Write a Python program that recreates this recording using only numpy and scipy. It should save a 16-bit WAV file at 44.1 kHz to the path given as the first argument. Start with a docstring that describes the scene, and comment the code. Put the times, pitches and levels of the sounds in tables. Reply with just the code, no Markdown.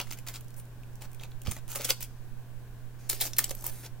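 """Crinkling plastic and foil

Stiff plastic packaging is bent and pulled open; then, after a soft swish of a hand or sleeve, crumpled
foil is pinched and folded, close to a pair of microphones. A thin sheet gives way by buckling: creases
snap over a rustle of tiny buckles, and whole panels flip with a hollow pop. A fingertip squeaks, and a
quick hand movement buffets the right microphone. The small room is quiet, with mains hum and faint hiss."""
import sys
import numpy as np
from scipy import signal
from scipy.fft import rfft, irfft, next_fast_len
from scipy.io import wavfile
from scipy.ndimage import uniform_filter1d

SR = 44100
rng = np.random.default_rng(int(sys.argv[2]) if len(sys.argv) > 2 else 0)


def wav_out(sig):
    """Save sig, one row per channel (or a flat mono array), as 16-bit PCM at SR to the path in sys.argv[1]."""
    wavfile.write(sys.argv[1], SR, np.round(np.clip(np.atleast_2d(sig).T, -1, 1) * 32767).astype(np.int16))


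N = 176400

# Creases that snap: t/s, level/dB, body/dB, treble/dB, main resonance f/Hz
PLASTIC_CREASES = [(.001, -23.5, 11.5, -3, 2900), (0.014, -29.5, -4, 3, 2970), (0.0712, -43, 8, -7, 1870),
                   (0.108, -36, -7, -8, 9000), (0.1124, -30.5, 4, -3, 5430),
                   (0.1244, -30, 2.5, -5.5, 15000), (0.132, -34.5, 2, 1, 2940), (0.188, -38, -1, 7, 2600),
                   (0.275, -34.5, -3, -11, 7000), (0.2852, -29, -20, 0.5, 4700),
                   (0.3403, -37, -7, -7, 7500), (0.3593, -33.5, -1, -6, 4700), (0.483, -47.5, -6, 8, 5800),
                   (.599, -43, -4, -1, 9900), (0.8345, -50, -16, -3, 2500), (.956, -44, -3, 14, 6000),
                   (1.021, -36, -5, 4, 2000), (1.1978, -41.5, -8, -15, 3280), (1.212, -45, 3, 6, 2020),
                   (1.2353, -34.5, -7, 1, 2700), (1.318, -46.5, 6, -11, 3600), (1.4626, -33, 15, -8, 2360),
                   (1.471, -29, 6, -8, 3300), (1.5126, -24.5, 5.5, 4.5, 8300), (1.5187, -28, 4, 0, 2050),
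                   (1.534, -39, -8, 8, 4480), (1.566, -35, 15, 1, 2060), (1.68, -38.5, -2, 0, 10100),
                   (1.717, -30, -10, -3, 15000), (1.758, -24, 2.5, 0, 10000), (1.8045, -34.5, 3, -1, 2300),
                   (1.8098, -30.5, -3, -4, 1530), (1.818, -31, -8, 2, 2530), (1.846, -26, 0, 5, 5850),
                   (1.8496, -19.5, -12, -3.5, 9800), (1.8917, -27, -7, 0, 3020),
                   (1.896, -21.5, -24, -8, 14600), (1.9013, -20, 2, -2, 13600),
                   (1.9052, -14.5, -13, -5, 4850), (1.9058, -17.5, -8, -6, 2480),
                   (2.007, -31.5, 2.5, -3, 15000), (2.026, -30.5, 6, 2, 12800),
                   (2.0288, -27.5, -14, 7.5, 5450)]
FOIL_CREASES = [(3.0938, -27.5, -1, -1, 7900), (3.0976, -16, 11, 13, 7550), (3.0995, -22.5, -18, -4, 4200),
                (3.1306, -26, 4.5, -9.5, 14500), (3.2116, -17.5, 24.5, 18, 14500),
                (3.215, -22, -25, -9, 3900), (3.255, -28.5, 5, -6, 7700), (3.334, -29, -8, -13, 5900),
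                (3.3667, -32.5, -11, -10, 11700), (3.3706, -36, 2, -11, 13000), (3.385, -10, -1, 0, 15600),
                (3.3904, -13.5, -9, 1, 1800), (3.402, -31, 8, -16, 1580), (3.4421, -19, -30, -6, 7800),
                (3.48, -37.5, 18, -4, 6000), (3.4945, -30, 13, 3, 4740), (3.5086, -27.5, 14, 2, 5850),
                (3.513, -31, 11, -1, 2700), (3.5506, -31.5, -9, 1, 13400), (3.61, -39, 3, 12, 6000),
                (3.6239, -36.5, 17, -2, 13000), (3.642, -28.5, 13, 3, 13500), (3.656, -45, 4, 10, 14000),
                (3.6657, -21, 1, 6, 14000), (3.85, -42, -6, -6, 5100), (3.863, -35.5, 6, -10, 6060)]
# Rustles of the flexed plastic: t/s, duration/s, level/dB, body/dB, treble/dB
PLASTIC_RUSTLES = [(0, 0.015, -37.5, 7, -13), (0.029, 0.12, -56, 1, 0), (0.108, 0.028, -46.5, 5, 1),
                   (0.17, 0.024, -52.5, 1, -2), (0.264, 0.035, -42, 6.5, 0.5), (0.306, 0.046, -53.5, -3, 0),
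                   (0.341, 0.027, -43.5, 0.5, -2.5), (0.562, 0.036, -52, 12, 12.5),
                   (1.006, 0.048, -49.5, 10, -3), (1.203, 0.049, -52.5, 11, -7), (1.449, 0.046, -46, 1, -9),
                   (1.492, 0.057, -50.5, -8, 3), (1.55, 0.039, -51.5, 6, -5), (1.684, 0.058, -46.5, 7, 4),
                   (1.695, 0.066, -45, -7, 6.5), (1.748, 0.025, -35.5, 9.5, 7),
                   (1.785, 0.048, -43.5, 3, -3), (1.832, 0.052, -42.5, -0.5, -2.5),
                   (1.846, 0.0059, -31, -11, 0), (1.884, 0.03, -33.5, 6.5, 2.5),
                   (2.009, 0.033, -43, -32, 1)]
# A soft swish of a moving hand or sleeve (first row), then rustles of the foil: same columns
SWISH_AND_FOIL_RUSTLES = [(2.989, 0.09, -59, 9, -6.5), (3.094, 0.022, -33, 0, -1),
                          (3.121, 0.03, -38.5, 5, -0.5), (3.16, 0.091, -47.5, 9.5, -4),
                          (3.2, 0.0099, -35, -17, -4), (3.207, 0.019, -28, 0, -1),
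                          (3.235, 0.038, -34.5, 3, -4.5), (3.278, 0.031, -51, 9, -2),
                          (3.395, 0.065, -45, 6.5, -11), (3.485, 0.031, -47, -14, -4),
                          (3.565, 0.11, -51.5, 10, -1), (3.64, 0.057, -40, 8, -1.5),
                          (3.71, 0.15, -49, 6.5, -0.5), (3.831, 0.035, -48.5, 6, -13.5)]
# Panels that flip: t/s, level/dB, f/Hz
PANEL_FLIPS = [(.834, -45, 2550), (1.477, -33, 216), (1.755, -26, 554), (1.796, -33, 495),
               (1.803, -28.5, 530), (1.85, -32, 496), (1.895, -28, 530), (1.904, -28.5, 503),
               (3.211, -32, 684), (3.3905, -20.5, 1510), (3.509, -33.5, 540), (3.641, -32.5, 930),
               (3.664, -37, 980)]
# Spectral envelope of each sheet: f/Hz, relative level/dB
PLASTIC_SPECTRUM = [(100, -10), (250, -11.5), (400, -11.5), (520, -6.5), (660, -8), (950, -7), (1400, -5),
                    (1800, -6), (2250, -2.5), (3600, -4), (4700, -4.5), (7000, -1.5), (12000, -5),
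                    (16000, -1.5)]
FOIL_SPECTRUM = [(100, -30), (250, -11.5), (400, -4.5), (540, -6.5), (780, -8.5), (1100, -12), (1800, -6),
                 (2400, -3.5), (3700, -3.5), (5000, -0.5), (8000, 2), (12500, 2), (15200, 4), (16000, -3)]
# Partials of the fingertip squeak: f/Hz, level/dB
SQUEAK_PARTIALS = [(9100, -52.5), (10900, -58)]
# The plastic is turned in the fingers: start t/s, end t/s
TURNING_SPANS = [(.4, .7), (.9, 1.44)]
# Reverberation time of the room: f/Hz, T60/s
REVERB_TIMES = [(200, 0.56), (2000, 0.33), (6000, 0.57), (16000, 0.25)]
# Room air and microphone hiss: f/Hz, relative spectral density/dB
AIR_SPECTRUM = [(8, -12.5), (24, 14), (45, -3), (70, -1), (95, -7), (200, -7.5), (400, -14.5), (700, -18),
                (1050, -19), (1300, -25), (1550, -18), (2000, -27), (2500, -26.5), (4500, -31.5),
                (11000, -32.5), (15500, -30)]
# Likeness of that noise at the two microphones: f/Hz, correlation coefficient
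AIR_CORRELATION = [(20, 0.9), (500, 0.93), (1500, 0.7), (3000, 0.056), (6000, 0.057), (16000, .05)]

PLASTIC_RING_S, FOIL_RING_S, BODY_RING_S = 0.0025, 0.0027, 0.0053  # bending waves; low flexing
YIELD_S, YIELD_DB, LEAD_S = 0.0017, -9.5, 0.008  # a crease starts to give ahead of its crack
FULL_SNAP_DB, RING_SHRINK = -23.5, 0.22  # quieter creases are smaller and ring less
CLICKS_PER_S, CLICK_SPREAD_DB, CLICK_RING_S = 3000, 2, 0.00066  # the grain of a rustle
BODY_HZ, MID_LOW_HZ, MID_HIGH_HZ, TREBLE_HZ, EDGE_HZ = 930, 2300, 4300, 9000, 16000
FREQS = np.fft.rfftfreq(2048, 1 / SR)


def crinkle(spectrum, ring_s, creases, rustles):
    """Superposition: snaps and rustles with one spectral envelope add linearly."""
    out = np.zeros((2, N))
    for start, *row in creases:
        add(out, start - LEAD_S, snap(spectrum, ring_s, *row))
    for start, *row in rustles:
        add(out, start, rustle(spectrum, *row))
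    return out


def snap(spectrum, ring_s, level_db, body_db, treble_db, main_hz, main_db=10, main_octaves=0.25):
    """Snap-through buckling: a crease yields, cracks and launches bending waves; the low ones die last."""
    t = np.arange(2048) / SR - LEAD_S
    waves = rng.standard_normal(len(t))
    low = lowpass(waves, BODY_HZ)
    decay_s = ring_s * np.clip(amp(RING_SHRINK * (level_db - FULL_SNAP_DB)), 0.65, 1)
    damping = np.exp(-(abs(t) / decay_s) ** 1.35)  # the fingers cut the ring short
    ring = (waves - low) * damping + low * np.exp(-abs(t) / BODY_RING_S)
    yielding = waves * amp(YIELD_DB) * np.exp(-abs(t) / YIELD_S)
    burst = np.where(t < 0, yielding, ring)
    burst[round(LEAD_S * SR)] += 2.4  # the crack
    lift_db = main_db / (1 + (np.log2((FREQS + 1) / main_hz) / main_octaves) ** 2)
    patch = sheet(spectrum, body_db, treble_db, facet_db=7, lift_db=lift_db)
    return amp(level_db) * to_pair(signal.fftconvolve(flatten(burst, width_hz=580), patch))


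def rustle(spectrum, length_s, level_db, body_db, treble_db, layers=4, attack_s=0.0032, release_s=0.0092):
    """Shot noise: dense random clicks merge into the rustle of tiny buckles, or into a soft swish."""
    t = np.arange(SR // 5) / SR
    envelope = np.minimum(t / attack_s, 1) * np.exp(-np.maximum(t - length_s, 0) / release_s)
    out = 0
    for _ in range(layers):
        sizes = amp(CLICK_SPREAD_DB * np.minimum(rng.exponential(1, len(t)), 4))
        signs = rng.choice([-1, 1], len(t))
        fires = rng.random(len(t)) < CLICKS_PER_S / layers / SR
        ring = rng.standard_normal(512) * np.exp(-t[:512] / CLICK_RING_S)
        grains = unit(signal.fftconvolve(sizes * signs * fires, ring)[:len(t)]) * envelope
        patch = sheet(spectrum, body_db, treble_db, facet_db=3.5)
        out = out + to_pair(signal.fftconvolve(grains, patch))
    return amp(level_db) * out / np.sqrt(layers)


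def sheet(spectrum, body_db, treble_db, facet_db, lift_db=0, facet_width_hz=301.8):
    """Resonant filtering: the impulse response of a patch whose facets have random resonances."""
    tilt_db = read([(BODY_HZ, body_db), (MID_LOW_HZ, 0), (MID_HIGH_HZ, 0), (TREBLE_HZ, treble_db)], FREQS)
    ripple = np.interp(FREQS / facet_width_hz, np.arange(len(FREQS)), rng.uniform(-0.82, 1, len(FREQS)))
    gain = amp(read(spectrum, FREQS) + tilt_db + facet_db * ripple + lift_db)
    return causal(gain / np.sqrt(np.mean(gain[FREQS < EDGE_HZ] ** 2)))


def pops(decay_cycles=2.84, sag=0.065, roughness=0.76):
    """Damped oscillation: a flipped panel rings with a hollow note whose pitch sags as it relaxes."""
    out = np.zeros((2, N))
    t = np.arange(4096) / SR
    for start, level_db, hz in PANEL_FLIPS:
        cycles = np.cumsum(hz * (1 + sag * np.exp(-t * hz / decay_cycles))) / SR
        flutter = 1 + roughness * unit(lowpass(rng.standard_normal(len(t)), hz / 2))
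        envelope = np.minimum(cycles / 2, 1) * np.exp(-cycles / decay_cycles)
        add(out, start, amp(level_db) * to_pair(np.sin(2 * np.pi * cycles) * flutter * envelope))
    return out


def squeak(at_s=0.588, width_s=0.013, band_hz=340):
    """Friction: a fingertip sliding over taut plastic excites thin, narrow bands of noise."""
    t = np.arange(N) / SR
    tone = 0
    for hz, level_db in SQUEAK_PARTIALS:
        flutter = lowpass(rng.standard_normal(N), band_hz)
        tone = tone + amp(level_db) * unit(flutter * np.sin(2 * np.pi * hz * t))
    return to_pair(tone * np.exp(-((t - at_s) / width_s) ** 2))


def ticks(per_s=18, floor_db=-55, spread_db=4, low_hz=2210, high_hz=6000):
    """Small-scale buckling: the plastic ticks faintly at random as it is turned in the fingers."""
    out = np.zeros((2, N))
    for start, end in TURNING_SPANS:
        for when, faintness, pitch in rng.random((round((end - start) * per_s), 3)):
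            hz = low_hz * (high_hz / low_hz) ** pitch
            level_db = floor_db - spread_db * np.log(faintness)
            tick = snap(PLASTIC_SPECTRUM, PLASTIC_RING_S, level_db, body_db=-14, treble_db=10, main_hz=hz)
            add(out, start + when * (end - start), tick)
    return out


def buffet(at_s=1.4845, width_s=0.0063, hz=79.4, wake_at_s=1.518, wake_width_s=0.021):
    """Turbulence: a hand pushes a low pulse of air and a wake of eddies at the right microphone."""
    t = np.arange(N) / SR
    eddies = unit(lowpass(rng.standard_normal(N), hz=162))
    push = (0.37 * eddies - np.cos(2 * np.pi * hz * (t - at_s))) * np.exp(-((t - at_s) / width_s) ** 2)
    wake = eddies * np.exp(-((t - wake_at_s) / wake_width_s) ** 2)
    left_right = amp([[-21], [0]])
    return left_right * (amp(-15.5) * push + amp(-41.5) * wake)


def moving_room(x, cycles_per_s=7):
    """Time-varying paths: hands and sheet move, so the reflections cycle through three patterns."""
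    phase = 2 * np.pi * cycles_per_s * np.arange(N) / SR
    shares = np.array([np.maximum(np.cos(phase + 2 * np.pi * k / 3), 0) for k in range(3)])
    return sum(room(x * share) for share in shares / np.linalg.norm(shares, axis=0))


def room(x, early_db=-8, early_t60_s=0.081, tail_db=-19, tail_rise_s=0.0076, mic_transit_s=0.000098):
    """Reverberation: early reflections from hands, chest and desk, then a short diffuse tail."""
    size = SR // 2
    t = np.arange(size) / SR
    correlation = np.sinc(2 * np.fft.rfftfreq(size, 1 / SR) * mic_transit_s)
    early = irfft(noise_pair(size, correlation)) * amp(-60 * t / early_t60_s)
    hz, frame_s, frames = signal.stft(irfft(noise_pair(size, correlation)), SR, nperseg=256)
    decay = amp(-60 * frame_s / read(REVERB_TIMES, hz)[:, None])
    tail = signal.istft(frames * decay, SR, nperseg=256)[1][:, :size] * np.minimum(t / tail_rise_s, 1)
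    gate = (t > 0.0015) * (t < 0.4)
    early, tail = (unit(flatten(part, width_hz=96) * gate) for part in (early, tail))
    response = (amp(early_db) * early + amp(tail_db) * tail) / np.sqrt(size)
    return signal.fftconvolve(x[:1], response, axes=1)[:, :N]


def background(air_db=-49.5, hum_db=-48, hum_hz=120, drift_db=-40, drift_hz=9.5):
    """Noise floor: room air, hiss, mains hum and a slow pressure drift at the right microphone."""
    hz = np.fft.rfftfreq(N, 1 / SR)
    air_spectra = noise_pair(N, read(AIR_CORRELATION, hz)) * amp(read(AIR_SPECTRUM, hz))
    air = amp(air_db) * unit(irfft(air_spectra))
    hum = amp(hum_db) * unit(np.sin(2 * np.pi * hum_hz * np.arange(N) / SR))
    drift = amp(drift_db) * unit(lowpass(rng.standard_normal(N), drift_hz))
    return air + hum + np.outer([0, 1], drift)


def to_pair(x, skew_rad=0.78, skew_hz=8300):
    """Path difference: a sound leads in phase at one microphone, chosen at random."""
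    size = next_fast_len(len(x))
    lead = skew_rad * np.minimum(np.fft.rfftfreq(size, 1 / SR) / skew_hz, 1)
    phasor = np.exp(1j * lead * rng.choice([-1, 1]))
    return irfft(rfft(x, size) * np.array([phasor, 1 / phasor]), size)


def noise_pair(size, correlation):
    """Partial coherence: the spectra of two noises with a common part."""
    common, separate = rfft(rng.standard_normal((2, size)))
    share = np.clip(correlation, -1, 1)
    return np.array([common, share * common + np.sqrt(1 - share ** 2) * separate])


def flatten(x, width_hz):
    """Spectral whitening: evens out a burst of noise so that no chance pitch rings."""
    size = x.shape[-1]
    spectrum = rfft(x)
    power = uniform_filter1d(abs(spectrum) ** 2, max(round(width_hz * size / SR), 1), axis=-1)
    return irfft(spectrum * np.sqrt(power.mean() / (abs(power) + 1e-12)), size)


def causal(gain):
    """Minimum phase: an impulse response with this gain and no sound before its start."""
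    log_gain = np.log(np.r_[gain, gain[-2:0:-1]] + 1e-6)
    return np.fft.ifft(np.exp(np.conj(signal.hilbert(log_gain)))).real


def lowpass(x, hz):
    """Second-order low-pass filtering."""
    return signal.sosfilt(signal.butter(2, hz, fs=SR, output="sos"), x)


def add(mix, at_s, sound):
    """Superposition of a stereo sound on the mix."""
    start = round(at_s * SR)
    sound = sound[:, max(-start, 0):]
    part = mix[:, max(start, 0):][:, :sound.shape[1]]
    part += sound[:, :part.shape[1]]


def read(points, hz):
    """Interpolation on a log-frequency axis."""
    f, value = np.transpose(points)
    return np.interp(np.log(hz + 1), np.log(f + 1), value)


def amp(db):
    """Decibels to amplitude ratio."""
    return 10 ** (np.asarray(db) / 20)


def unit(x):
    """Normalisation to an rms of one."""
    return x / np.sqrt(np.mean(x ** 2) + 1e-20)


def scene():
    """Direct and reverberant fields: plastic, then a swish and foil, over the noise floor."""
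    air = background() + buffet()
    plastic = crinkle(PLASTIC_SPECTRUM, PLASTIC_RING_S, PLASTIC_CREASES, PLASTIC_RUSTLES)
    swish_and_foil = crinkle(FOIL_SPECTRUM, FOIL_RING_S, FOIL_CREASES, SWISH_AND_FOIL_RUSTLES)
    direct = plastic + swish_and_foil + pops() + squeak() + ticks()
    return direct + moving_room(direct) + air


def record(dry):
    """Band limiting: a steep low-pass removes the highest treble."""
    taps = signal.firwin(401, EDGE_HZ, window=("kaiser", 9), fs=SR)
    return signal.oaconvolve(dry, taps[None], "same")


dry = scene()
out = record(dry)
wav_out(out)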